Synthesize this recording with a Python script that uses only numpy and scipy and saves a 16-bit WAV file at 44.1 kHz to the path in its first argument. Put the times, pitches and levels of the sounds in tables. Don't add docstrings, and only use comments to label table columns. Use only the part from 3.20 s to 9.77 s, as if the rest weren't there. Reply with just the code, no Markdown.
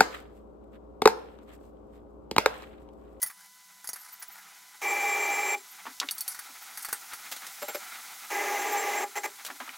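import sys
import numpy as np
from scipy import signal
from scipy.fft import rfft, irfft, next_fast_len
from scipy.io import wavfile

SR = 44100
rng = np.random.default_rng(int(sys.argv[2]) if len(sys.argv) > 2 else 0)


def master(y):
    cut = np.clip(np.atleast_2d(y).T, -1, 1)
    pcm = np.round(cut * 32767)
    wavfile.write(sys.argv[1], SR, pcm.astype(np.int16))


N = 289737
TIME = np.arange(N) / SR
HIT_TIME = TIME[:SR // 4]


def amp(db):
    return 10 ** (np.asarray(db) / 20)


def rms_one(x):
    return x / np.sqrt(np.mean(x ** 2) + 1e-20)


def add(out, start, sound):
    first = max(0, round(start * SR))
    out[first:first + len(sound)] += sound[:N - first]


def white(size):
    return rng.standard_normal(size) * np.sqrt(SR / 2)


def noise(spectrum, size=N):
    hz, db = np.transpose(spectrum)
    bins = np.maximum(np.fft.rfftfreq(size, 1 / SR), 1)
    gain = amp(np.interp(np.log(bins), np.log(hz), db))
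    return irfft(rfft(white(size)) * gain, size)


def drift(rate_hz):
    size = next_fast_len(N)
    bins = np.fft.rfftfreq(size, 1 / SR)
    spectrum = rfft(rng.standard_normal(size)) * np.exp(-(bins / rate_hz) ** 2)
    return rms_one(irfft(spectrum, size)[:N])


def resonate(x, hz, width_hz):
    radius = np.exp(-np.pi * width_hz / SR)
    numerator = np.array([1, 0, -1]) * (1 - radius * radius) / 2
    denominator = [1, -2 * radius * np.cos(2 * np.pi * hz / SR), radius * radius]
    return signal.lfilter(numerator, denominator, x + 1e-18)


def lag(x, seconds):
    pole = np.exp(-1 / (seconds * SR))
    return signal.lfilter([1 - pole], [1, -pole], x + 1e-18)


def tone(hz):
    return np.sqrt(2) * np.sin(2 * np.pi * (np.cumsum(hz) / SR + rng.random()))


def burst(spectrum, decay_s):
    return rms_one(noise(spectrum, size=len(HIT_TIME))) * np.exp(-HIT_TIME / decay_s)


def hump(hz, octaves, skirt_db=31):
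    grid = np.geomspace(20, 20000, 80)
    distance = np.log2(grid / hz) / octaves
    return np.column_stack([grid, -skirt_db * np.log10(1 + distance ** 2)])


def switched(rows):
    drive = np.zeros(N)
    for start, stop, db, *_ in rows:
        opening = np.clip((TIME - start) * SR, 0, 1)
        closing = np.clip((stop - TIME) * SR, 0, 1)
        drive += amp(db) * opening * closing
    return drive


# pitch_hz [Hz], level_db [dB per Hz]
ROLLING_SPECTRUM = [(150, -104), (230, -100), (330, -67.5), (600, -70), (1300, -74), (1480, -77.5),
                    (1750, -77), (2400, -70), (3000, -78), (4900, -84), (6200, -82), (8200, -86),
                    (12000, -86.5), (15000, -85.5)]


def slide(on, modes, rolling_db, rattle_db):
    rattle = amp(rattle_db * drift(156))
    rolling = amp(rolling_db) * noise(ROLLING_SPECTRUM) * rattle
    low = signal.sosfiltfilt(signal.butter(2, 1500, fs=SR, output="sos"), rolling)
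    force = white(N) * on * rattle
    ringing = np.zeros(N)
    for k, (hz, width_hz, db) in enumerate(modes):
        ringing += (-1) ** k * amp(db) * resonate(force, hz, width_hz)
    shaken = low * lag(on, 0.0094) + (rolling - low) * lag(on, 0.0013) + ringing
    return signal.sosfilt(signal.butter(3, 190, "high", fs=SR, output="sos"), shaken)


# start_s [s], stop_s [s], level_db [relative dB], direction [0 left, 1 right]
LONG_RUNS = [(1.616, 2.35, -1.98, 0), (5.102, 5.842, -1, 1), (5.954, 5.987, -1, 1), (6.033, 6.063, -1, 1)]
# pitch_hz [Hz], left_db, right_db [relative dB]
MOTOR_TONES = [(257, -64, -64), (321.5, -59, -53), (353.4, -56, -57), (385.8, -47, -46.5),
               (418, -46, -44.5), (610.6, -53, -50), (803.3, -39.5, -41), (819.5, -44.5, -41),
               (931, -50, -53), (953, -55, -49), (1142.5, -49, -54), (1627, -62, -46), (1663, -60, -50),
               (2036, -47, -47), (2058, -50, -49)]
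# pitch_hz [Hz], width_hz [Hz], level_db [relative dB per Hz]
LONG_SLIDE_MODES = [(436, 37, -77), (817.5, 23.8, -51), (1217, 73, -64), (1718, 167, -66.5),
                    (2031, 61, -59), (2314, 74, -65.5), (5365, 50, -71.5), (5997, 91, -69),
                    (6640, 270, -73.5), (10440, 120, -76.5), (12300, 40, -76.5), (14300, 1000, -81.5)]
SQUEAL_HZ, SQUEAL_DB, SQUEAL_ATTACK_S, SQUEAL_RELEASE_S = 2350.5, -28.5, .011, .006


def long_axis(waver=0.00201, judder=0.00582, flutter_share=0.35, squeal_flutter_db=2.5, squeal_waver_hz=5,
              squeal_wander_hz=3, ring_db=-43, throb_share=0.84, motor_db=-1.0):
    left = switched([run for run in LONG_RUNS if round(run[3]) == 0])
    right = switched([run for run in LONG_RUNS if round(run[3]) == 1])
    speed = 1 + waver * drift(20.1)
    motor = np.zeros(N)
    for hz, left_db, right_db in MOTOR_TONES:
        flutter = 0.91 + flutter_share * drift(51)
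        swing = lag(amp(left_db) * left + amp(right_db) * right, 11 / hz)
        motor += swing * tone(hz * (speed + judder * drift(155))) * flutter

    pitch = SQUEAL_HZ + squeal_wander_hz * drift(22) + squeal_waver_hz * drift(48)
    grip = np.minimum(lag(left, SQUEAL_ATTACK_S) ** 2, lag(left, SQUEAL_RELEASE_S))
    squeal = tone(pitch) * amp(SQUEAL_DB + squeal_flutter_db * drift(130)) * grip

    screw = tone(7452 + 10 * drift(70)) * lag(left + amp(-2) * right, .026)
    screw = screw * (1.06 + throb_share * drift(24))
    sliding = slide(left + right, LONG_SLIDE_MODES, rolling_db=1.0, rattle_db=0.5)
    return amp(motor_db) * motor + squeal + amp(ring_db) * screw + sliding


# start_s [s], stop_s [s], level_db [relative dB]
CROSS_STEPS = [(4.418, 4.433, -2.5), (4.481, 4.496, -3), (4.545, 4.558, -1)]
# pitch_hz [Hz], width_hz [Hz], level_db [relative dB per Hz]
CROSS_SLIDE_MODES = [(246, 250, -72.5), (380, 87, -62.5), (600, 25, -51.5), (823, 31, -56),
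                     (1400, 210, -64.5), (5180, 130, -70.5), (7410, 15, -56), (12580, 57, -57.5)]


def cross_axis():
    return slide(switched(CROSS_STEPS), CROSS_SLIDE_MODES, rolling_db=1.5, rattle_db=2.0)


# start_s [s], level_db [relative dB], casting_thud_db [relative dB]
KEY_TOUCHES = [(0.0168, -39, -56), (.0282, -29.5, -35.5), (.062, -45.5, -42), (0.0997, -61, -38.5),
               (.6433, -40.5, -42.5), (.6734, -29.5, -63), (0.69, -28.5, -40), (0.732, -30, -42),
               (0.759, -39.5, -40), (1.0245, -36, -39), (2.91, -24.5, -42), (2.981, -31, -47),
               (3.0073, -24, -67), (3.079, -24.5, -44), (3.1451, -41, -38), (3.19, -34, -35.5),
               (3.574, -34, -35.5), (3.6241, -35.5, -50), (3.6476, -31, -32), (3.6865, -39, -34.5),
               (3.7277, -22.5, -27), (3.934, -37, -35)]
# pitch_hz [Hz], level_db [relative dB], t60_s [s]
RIGHT_BOLT_MODES = [(1980, -13, .08), (4600, -16, .05), (5330, -14, .05), (5750, -13, .05), (6430, -9, .07),
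                    (7000, -13, .05), (8600, -12, .06), (9510, -5, .07), (9900, -9, .05), (10600, -6, .04),
                    (11050, 1.5, .04), (11500, -4, .04), (13500, -9, .03), (14900, -3, .035)]
# pitch_hz [Hz], level_db [relative dB], t60_s [s]
LEFT_BOLT_MODES = [(4480, -1, .07), (5800, -9, .05), (6400, -6, .06), (8300, 0, .09), (8900, -6, .06),
                   (9750, 0, .08), (10700, -4, .04), (11200, -3, .04), (11800, 1, .05), (12250, -3, .08),
                   (13600, -3, .04), (14000, -3, .04), (14380, 1, .05), (15150, -4, .04)]
# pitch_hz [Hz], level_db [relative dB]
CRACK_SPECTRUM = [(40, -19), (600, -38.5), (1000, -43), (3400, -37), (4600, -0.5), (7600, -7), (11000, 0.5),
                  (15500, -17)]
# pitch_hz [Hz], level_db [relative dB]
THUD_SPECTRUM = [(40, -45), (150, -66), (350, -33), (650, -10), (830, 7.5), (1000, 0.5), (1350, 10.5),
                 (1950, 6), (3000, -9.5), (8000, -5.5)]
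# start_s [s], level_db [dB]
TABLE_JOLTS = [(.0282, -41), (.6433, -56), (0.689, -41.5), (0.7324, -48.5), (3.578, -58), (3.7278, -36.5)]
# pitch_hz [Hz], level_db [relative dB]
JOLT_SPECTRUM = [(25, -6), (100, -7), (200, -3), (400, 0), (900, -3), (3000, -14), (8000, -35)]
CONTACT_S, CONTACT_DOUBLES_DB = 0.0046, 12
SEATED_S, FREE_RING_DB = .15, 14
CHANGES_BOLT_S = 2
JOLT_DECAY_S = 0.0035


def hex_key(crack_db=-3, ring_db=-6, casting_db=-2.0, thud_decay_s=0.011):
    out = np.zeros(N)
    for start, db, thud_db in KEY_TOUCHES:
        contact_s = CONTACT_S * 2 ** (-(db + 30) / CONTACT_DOUBLES_DB)
        chatter = white(len(HIT_TIME)) * np.exp(-HIT_TIME / contact_s)
        modes = RIGHT_BOLT_MODES if start < CHANGES_BOLT_S else LEFT_BOLT_MODES
        ring = np.zeros(len(HIT_TIME))
        for hz, mode_db, t60 in modes:
            mode = resonate(chatter, hz, np.log(1000) / (np.pi * t60))
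            varied_db = mode_db + 2.5 * rng.standard_normal()
            ring += amp(varied_db) * mode / np.abs(mode).max()
        ring = ring / np.std(ring[:SR // 150])
        free_db = FREE_RING_DB * (start < SEATED_S)
        key = amp(crack_db) * burst(CRACK_SPECTRUM, contact_s) + amp(ring_db + free_db) * ring
        thud = amp(thud_db + casting_db) * burst(THUD_SPECTRUM, thud_decay_s)
        add(out, start, amp(db) * key + thud)
    for start, db in TABLE_JOLTS:
        add(out, start, amp(db) * burst(JOLT_SPECTRUM, JOLT_DECAY_S))
    return out


# start_s [s], level_db [dB], pitch_hz [centre Hz]
HARD_SNAPS = [(2.8, -19.5, 4470), (2.8873, -22.5, 3030), (6.4919, -32, 2130)]
# start_s [s], level_db [dB]
DULL_KNOCKS = [(2.655, -38), (2.666, -34), (2.815, -32.5), (2.829, -34.5), (3.288, -47), (6.285, -42),
               (6.301, -34.5), (6.402, -32), (6.476, -39)]
# start_s [s], level_db [dB]
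BROAD_SCUFFS = [(4.1152, -33.5), (4.123, -31.5), (4.164, -36.5), (4.267, -36), (6.249, -32.5), (6.264, -33)]
SNAP_DECAY_S, SNAP_HZ_PER_OCTAVE = 0.0041, 4800
KNOCK_HZ, KNOCK_OCTAVES, KNOCK_DECAY_S = 1155, 1, 0.013
THUMP_HZ, THUMP_OCTAVES, THUMP_DB, THUMP_LAG_S, THUMP_DECAY_S = 289, 0.39, -15, 0.0077, 0.021
SCUFF_HZ, SCUFF_OCTAVES, SCUFF_DECAY_S = 2600, 3.8, 0.011


def knocks():
    out = np.zeros(N)
    for start, db, hz in HARD_SNAPS:
        add(out, start, amp(db) * burst(hump(hz, hz / SNAP_HZ_PER_OCTAVE), SNAP_DECAY_S))
    for start, db in DULL_KNOCKS:
        add(out, start, amp(db) * burst(hump(KNOCK_HZ, KNOCK_OCTAVES), KNOCK_DECAY_S))
        thump = burst(hump(THUMP_HZ, THUMP_OCTAVES), THUMP_DECAY_S)
        add(out, start + THUMP_LAG_S, amp(db + THUMP_DB) * thump)
    for start, db in BROAD_SCUFFS:
        add(out, start, amp(db) * burst(hump(SCUFF_HZ, SCUFF_OCTAVES), SCUFF_DECAY_S))
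    return signal.sosfilt(signal.butter(2, 190, "high", fs=SR, output="sos"), out)


# start_s [s], length_s [s], dull_db, bright_db [dB at the crest of the swell]
FINGER_RUBS = [(0.144, 0.15, -59, -57), (0.738, 0.26, -55, -53.5), (1.014, 0.024, -44, -53),
               (1.12, .12, -50.5, -62), (3.075, 0.08, -51.5, -43.5), (3.527, 0.2, -61, -49)]


def fingers(grain_db=3):
    out = np.zeros(N)
    grain = amp(grain_db * drift(110))
    dull = rms_one(noise(THUD_SPECTRUM) * grain)
    bright = rms_one(noise(CRACK_SPECTRUM) * grain)
    for start, length, dull_db, bright_db in FINGER_RUBS:
        swell = np.sin(np.pi * np.clip((TIME - start) / length, 0, 1))
        out += swell * (amp(dull_db) * dull + amp(bright_db) * bright)
    return out


# start_s [s], length_s [s], pitch_hz [Hz at the start], level_db [dB at mid-length]
HIGH_CHIRPS = [(0.773, 0.078, 12400, -51), (0.919, 0.032, 13900, -44.5), (0.993, 0.023, 14800, -46),
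               (1.08, .012, 15750, -39), (1.106, .045, 14300, -50), (2.5, .04, 13000, -50),
               (2.94, .025, 15900, -42), (3.415, .03, 14900, -48), (5.515, 0.032, 14000, -39)]
CHIRP_FALL_HZ_PER_S = 11300


def chirps():
    out = np.zeros(N)
    rough_hz = 300 * drift(900)
    for start, length, hz, db in HIGH_CHIRPS:
        age = TIME[TIME < length]
        roughness = rough_hz[int(start * SR):][:len(age)]
        pitch = hz - CHIRP_FALL_HZ_PER_S * age + roughness
        add(out, start, amp(db) * tone(pitch) * np.sin(np.pi * age / length))
    return out


def workshop(x, t60=0.089, wet_db=-15, wall_hz=5000):
    decay = np.exp(-np.log(1000) * HIT_TIME / t60)
    tail = rng.standard_normal(len(HIT_TIME)) * decay * (HIT_TIME > .004)
    tail = signal.sosfilt(signal.butter(1, wall_hz, fs=SR, output="sos"), tail)
    return x + amp(wet_db) * signal.fftconvolve(x, tail / np.linalg.norm(tail))[:N]


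# pitch_hz [Hz], level_db [relative dB]
SHOP_SPECTRUM = [(30, -14), (110, -41.5), (185, -3.5), (260, 1.5), (560, -3.5), (780, 17), (1050, 9),
                 (1350, 19.5), (1700, 12), (2100, 17), (2800, 8), (4000, 8), (9000, -35)]
# pitch_hz [Hz], level_db [relative dB]
HISS_SPECTRUM = [(1000, -19), (2600, -10.5), (3600, -2.5), (6500, 1), (8500, -3), (12000, -2), (15500, -9)]
# pitch_hz [Hz], level_db [relative dB]
SIZZLE_SPECTRUM = [(5000, -28), (8500, -6), (12000, -9.5), (15500, -3)]
# pitch_hz [Hz], level_db [dB]
IDLE_TONES = [(1000, -67.5), (1498, -73), (1999, -67.5), (2999, -75)]
SWELL_DB_PER_S, SWELL_ENDS_S = 2.5, 4.2
SETTLE_DB, SETTLE_STARTS_S, SETTLE_S = 3, 5, .7
MURMUR_DB, MURMUR_FOLLOWS, HISS_DB, SIZZLE_DB = -49, 1.47, -47.5, -50


def background(sizzle_growth=2.0, boom_db=-82, boom_hz=185):
    settling = np.clip((TIME - SETTLE_STARTS_S) / SETTLE_S, 0, 1)
    swell_db = SWELL_DB_PER_S * np.minimum(TIME - SWELL_ENDS_S, 0) - SETTLE_DB * settling
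    shop = amp(MURMUR_DB + MURMUR_FOLLOWS * swell_db + 2.9 * drift(21)) * rms_one(noise(SHOP_SPECTRUM))
    hiss = amp(HISS_DB + swell_db + 0.63 * drift(36)) * rms_one(noise(HISS_SPECTRUM))
    sizzle = amp(SIZZLE_DB + sizzle_growth * swell_db) * rms_one(noise(SIZZLE_SPECTRUM))
    boom = rms_one(resonate(resonate(white(N), boom_hz, 35), boom_hz, 35))
    boom = boom * amp(3.5 * drift(9))
    whine = sum(amp(db) * tone(hz + 1.47 * drift(9.2)) for hz, db in IDLE_TONES)
    return shop + hiss + sizzle + amp(boom_db) * boom + whine


def scene():
    near = long_axis() + cross_axis() + hex_key() + knocks() + fingers()
    mono = workshop(near) + chirps() + background()
    return np.array([mono, mono])


CUTOFF_HZ = 15900


def record(dry):
    return signal.sosfilt(signal.ellip(12, .2, 80, CUTOFF_HZ, fs=SR, output="sos"), dry)


dry = scene()
out = record(dry)
master(out)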